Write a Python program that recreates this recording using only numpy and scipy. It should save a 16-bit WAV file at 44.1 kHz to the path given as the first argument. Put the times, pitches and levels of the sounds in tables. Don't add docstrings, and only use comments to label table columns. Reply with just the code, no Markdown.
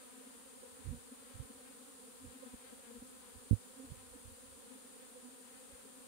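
import sys
import numpy as np
from scipy import signal
from scipy.fft import rfft, irfft, next_fast_len
from scipy.io import wavfile

SR = 44100
rng = np.random.default_rng(int(sys.argv[2]) if len(sys.argv) > 2 else 0)


def store_pcm(level_fs):
    pcm = np.round(np.clip(level_fs, -1, 1) * 32767).astype(np.int16)
    wavfile.write(sys.argv[1], SR, np.atleast_2d(pcm).T)


N = 267951
TIME = np.arange(N) / SR
WINGBEAT_HZ, SWARM_DB = 252.93, -61

# multiple of the wingbeat, level_db
WINGBEAT_TONES = [(1, 2), (2, -1.5), (3, -9.5), (4, -5.5), (5, -8.5), (6, -11), (7, -12.5), (8, -24.5),
                  (9, -22), (10, -21)]


def swarm(count=48, spread=.058, slow_skew=.016, waver=.038, jitter=.019,
          swell_db=3.0, side_db=3.0, right_dull_db=-2.5):
    multiple, level_db = np.transpose(WINGBEAT_TONES)
    multiple = np.round(multiple)
    cycle = np.arange(1024) / 1024
    ear_db = level_db + np.outer([0, right_dull_db], multiple > 3)
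    rank = (np.arange(count) + .5) / count
    vigour = np.log(rank / (1 - rank)) * np.sqrt(3) / np.pi
    out = np.zeros((2, N))
    for v in vigour:
        own_pitch = spread * v - slow_skew * v * v
        steering = waver * drift(2.5) + jitter * drift(29.62)
        pitch_hz = WINGBEAT_HZ * np.exp(own_pitch + steering)
        beats = np.cumsum(pitch_hz) / SR
        place = (beats % 1 * len(cycle)).astype(int) % len(cycle)
        near_db, lean_db = swell_db * drift(5.2), side_db * drift(3.1)
        for ear, sign in enumerate((1, -1)):
            turns = np.outer(multiple, cycle) + rng.random((len(multiple), 1))
            stroke = from_db(ear_db[ear]) @ np.sin(2 * np.pi * turns)
            out[ear] += stroke[place] * from_db(near_db + sign * lean_db)
    return from_db(SWARM_DB) * rms_one(out)


# nearest_s, pitch_hz (wingbeat), level_db, left_minus_right_db,
# octave_over_fundamental_db, length_s (a smaller length is a quicker pass)
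CLOSEST_PASSES = [ (.272, 244, -50.5, 2, -17, 0.0099), (0.637, 250, -52.5, -16, 20, 0.0093),
                  (.660, 250.2, -55.5, 14, 21, 0.013), (0.933, 242.3, -44.5, -1.5, -17, 0.021),
                  (1.126, 248.7, -48, 1, -20, 0.012), (1.507, 245, -47.5, 2, -15, .012),
                  (2.249, 254, -47.5, -1.5, -8, 0.011), (2.364, 255, -53.5, 7, -25, 0.019),
                  (2.434, 259, -52, -19.5, 14, .011), (2.47, 245.6, -53.5, 20, -7, 0.015),
                  (2.543, 243.4, -44, 4, -27, 0.0088), (2.731, 246.5, -53.5, 20, -5.5, 0.01),
                  (2.912, 234.5, -50, 6, -5.5, 0.028), (2.966, 239, -49, 9, -5.5, .021),
                  (3.025, 247, -44.5, -1, -11, 0.0076), (3.803, 262.8, -51.5, -14, -13, .034),
                  (3.848, 267.4, -46.5, -3, -18, 0.019), (4.162, 261, -49, 0.5, -23, 0.01),
                  (4.72, 257.8, -54.5, 16.5, -7, .023), (5.172, 252, -53.5, -7, 17, 0.024),
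                  (5.259, 251, -55, -17.5, -14, 0.03)]


def close_passes(passes, doppler=0.02975, overtone_db=-18.5, port_lag_s=0.00036):
    out = np.zeros((2, N))
    for (s, hz, db, pan_db, octave_db, length), start in zip(passes, rng.random(len(passes))):
        near = slice(*np.searchsorted(TIME, [s - .15, s + .15]))
        along = (TIME[near] - s) / length
        distance = np.sqrt(1 + along ** 2)
        pitch_hz = hz * (1 - doppler * along / distance)
        phase = 2 * np.pi * (start + np.cumsum(pitch_hz) / SR)
        phase = phase + np.pi * hz * port_lag_s * np.sign(pan_db) * np.array([[1], [-1]])
        octave = from_db(octave_db)
        wings = (np.sin(phase) + octave * np.sin(2 * phase)) / np.hypot(1, octave)
        buzz = sum(from_db(k_db) * np.sin(round(k) * (phase + k)) for k, k_db in WINGBEAT_TONES[2:])
        passing = wings / distance ** 4 + from_db(overtone_db) * buzz / distance ** 2
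        out[:, near] += panned(db, pan_db) * passing
    return out


def stray_passes(count, level_db, side_db, octave_db, length, mean_hz=244, spread=0.06,
                 scatter_db=3.0, colour_db=5.0):
    when = spaced_times(count)
    pitch, near, side, colour = rng.standard_normal((count, 4)).T
    return np.column_stack([
        when,
        mean_hz * np.exp(spread * pitch),
        level_db + scatter_db * near,
        side_db * np.tanh(side),
        octave_db + colour_db * colour,
        np.full(count, length)])


HOVER_LEAN_DB = 12
# middle_s, pitch_hz (wingbeat), level_db, half_length_s
HOVERING_BEES = [(0.249, 235.3, -72.5, 0.35), (1.303, 264, -70.5, .14), (2.471, 258.8, -70, .12),
                 (2.672, 258.8, -65.5, .08), (2.869, 232, -68, .06), (5.552, 267, -69, 0.088)]


def hovering(hovers, count=16, tilt_db=-5.5, waver=.03, doppler=.025, jitter=0.0222):
    out = np.zeros((2, N))
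    multiple = np.arange(count)[:, None] + 2
    gain = from_db(tilt_db * np.log2(np.maximum(multiple, 7) / 7))
    for s, hz, db, length in hovers:
        near = abs(TIME - s) < 4 * length
        along = (TIME[near] - s) / length
        distance = np.sqrt(1 + along ** 2)
        wander = (waver * drift(5) + jitter * drift(58.0))[near]
        pitch_hz = hz * (1 - doppler * along / distance + wander)
        for ear, level in enumerate(panned(db, HOVER_LEAN_DB)):
            beats = multiple * np.cumsum(pitch_hz) / SR + rng.random((count, 1))
            buzz = np.sum(gain * np.sin(2 * np.pi * beats), axis=0)
            out[ear, near] += level * rms_one(buzz) / distance ** 3
    return out


def stray_hovers(count=9, level_db=-71.0, spread=.04, length=.08):
    when = spaced_times(count)
    pitches_hz = WINGBEAT_HZ * np.exp(spread * rng.standard_normal(count))
    return [(s, hz, level_db, length) for s, hz in zip(when, pitches_hz)]


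AIR_LEAK_DB = -35.0
# middle_s, level_db (rms), half_length_s
AIR_PUFFS = [(0.879, -38.5, .015), (0.915, -40, 0.032), (1.358, -46, 0.0088), (1.409, -41, .021),
             (2.276, -51.5, 0.027), (2.549, -53, .01), (3.007, -61, 0.037), (3.373, -54, .022),
             (3.87, -57, 0.017), (3.921, -42.5, 0.013), (3.992, -58, .027), (4.28, -51.5, 0.028),
             (5.738, -61, .023)]


def puffs():
    out = np.zeros(N)
    for s, db, length in AIR_PUFFS:
        swell = np.exp(-.5 * ((TIME - s) / length) ** 2)
        eddy = swell * eddies(db)
        same_energy = np.sqrt(np.sum(swell ** 2) / np.sum(eddy ** 2))
        out += from_db(db) * eddy * same_energy
    return out * from_db([[AIR_LEAK_DB], [0]])


# time_s, level_db (rms)
LIGHT_BREEZE = [(0, -97), (.7, -68), (1.2, -77.5), (2.7, -81.5), (3.75, -76), (4.15, -66), (4.55, -69),
                (4.7, -85), (6.08, -86)]


def breeze(gusty_db=5.0, colour_db=-60):
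    steady_db = np.interp(TIME, *np.transpose(LIGHT_BREEZE))
    gusts_db = gusty_db * np.tanh(drift(4.9))
    return eddies(colour_db) * from_db(steady_db + gusts_db) * from_db([[AIR_LEAK_DB], [0]])


# time_s, level_db (of the blow), softness_hz (low-pass edge)
HAND_KNOCKS = [(3.5092, -7, 271), (3.5280, -10, 267)]
# pitch_hz, level_db, fade_s (time to fall 60 dB)
CASE_TONES = [(64, -34, 0.15), (103, -5.5, 0.068), (213, -5.5, 0.022), (270, -15.5, 0.022),
              (461, -12, 0.04)]


def knocks(low_hz=52, leak_db=-60.0):
    blows = np.zeros(N)
    for s, db, soft_hz in HAND_KNOCKS:
        click = np.zeros(N)
        click[round(s * SR)] = from_db(db)
        blows -= cut(click, soft_hz, "low", order=3)
    body = sum(from_db(db) * ring(blows, hz, t60) for hz, db, t60 in CASE_TONES)
    return cut(body, low_hz, "high", order=3) * from_db([[leak_db], [0]])


# frequency_hz, level_db (per Hz)
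OUTDOOR_AIR = [(20, -128), (35, -116), (55, -103), (95, -103), (130, -111), (200, -100), (320, -107),
               (385, -97), (600, -109), (900, -105), (1500, -107), (3000, -120)]


def open_air():
    return np.array([noise(OUTDOOR_AIR), noise(OUTDOOR_AIR)])


# frequency_hz, level_db (per Hz)
LEFT_HISS = [(100, -106), (600, -106), (1400, -104), (2200, -103), (3300, -99), (4700, -100.5),
             (5800, -107), (7100, -95.5), (7900, -96.5), (8750, -91.5), (10000, -97.5), (12000, -110.4),
             (13300, -106.5), (15500, -106.1)]
RIGHT_HISS = [(100, -107.1), (1400, -105.1), (2200, -105.1), (4200, -108.9), (5800, -107.0), (7000, -104.7),
              (8200, -98), (9300, -90.5), (10300, -97.5), (11500, -103.6), (15500, -108.0)]


def microphone_hiss():
    return np.array([noise(LEFT_HISS), noise(RIGHT_HISS)])


EDDY_EDGE_HZ, EDDY_REFERENCE_DB, EDDY_OCTAVES_PER_DB = 92, -49, .022


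def eddies(db, low_hz=54):
    top_hz = EDDY_EDGE_HZ * 2 ** (EDDY_OCTAVES_PER_DB * (db - EDDY_REFERENCE_DB))
    rumble = cut(rng.standard_normal(N), top_hz, "low", order=3)
    return rms_one(cut(rumble, low_hz, "high", order=4))


def noise(spectrum):
    size = next_fast_len(N)
    hz, db = np.transpose(spectrum)
    bin_hz = np.arange(size // 2 + 1) * SR / size
    gain = from_db(np.interp(np.log(bin_hz + 1), np.log(hz), db))
    return irfft(rfft(rng.standard_normal(size)) * gain, size)[:N] * np.sqrt(SR / 2)


def ring(clicks, hz, t60):
    r, w = from_db(-60 / (t60 * SR)), 2 * np.pi * hz / SR
    return signal.lfilter([0, np.sin(w)], [1, -2 * r * np.cos(w), r * r], clicks + 1e-18)


def drift(rate):
    r = np.exp(-80 * np.pi * rate / SR)
    slow = signal.lfilter([1], [1, -2 * r, r * r], rng.standard_normal(N // 40 + 2002))
    slow = slow[2000:]
    return np.interp(np.arange(N) / 40, np.arange(len(slow)), rms_one(slow))


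def spaced_times(count):
    return (np.arange(count) + rng.random(count)) / count * N / SR


def panned(db, pan_db):
    return from_db(db + pan_db * np.array([[.5], [-.5]]))


def cut(x, hz, kind, order=2):
    return signal.sosfilt(signal.butter(order, hz, kind, fs=SR, output="sos"), x + 1e-18)


def from_db(db):
    return 10 ** (np.asarray(db) / 20)


def rms_one(x):
    return x / np.sqrt(np.mean(x ** 2) + 1e-20)


def scene():
    octave_darts = stray_passes(count=220, level_db=-61.5, side_db=7.5, octave_db=11.0, length=.0099)
    low_darts = stray_passes(count=12, level_db=-58.0, side_db=11.0, octave_db=-16.0, length=0.012,
                             mean_hz=251, spread=.03, scatter_db=2.0)
    darts = close_passes(np.vstack([CLOSEST_PASSES, octave_darts, low_darts]))
    bees = swarm() + darts + hovering(list(HOVERING_BEES) + stray_hovers())
    return bees + puffs() + breeze() + knocks() + open_air() + microphone_hiss()


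def record(dry, cutoff_hz=15720):
    low_pass = signal.firwin(801, cutoff_hz, fs=SR)
    return signal.fftconvolve(dry, low_pass[None], "same", axes=1)


dry = scene()
out = record(dry)
store_pcm(out)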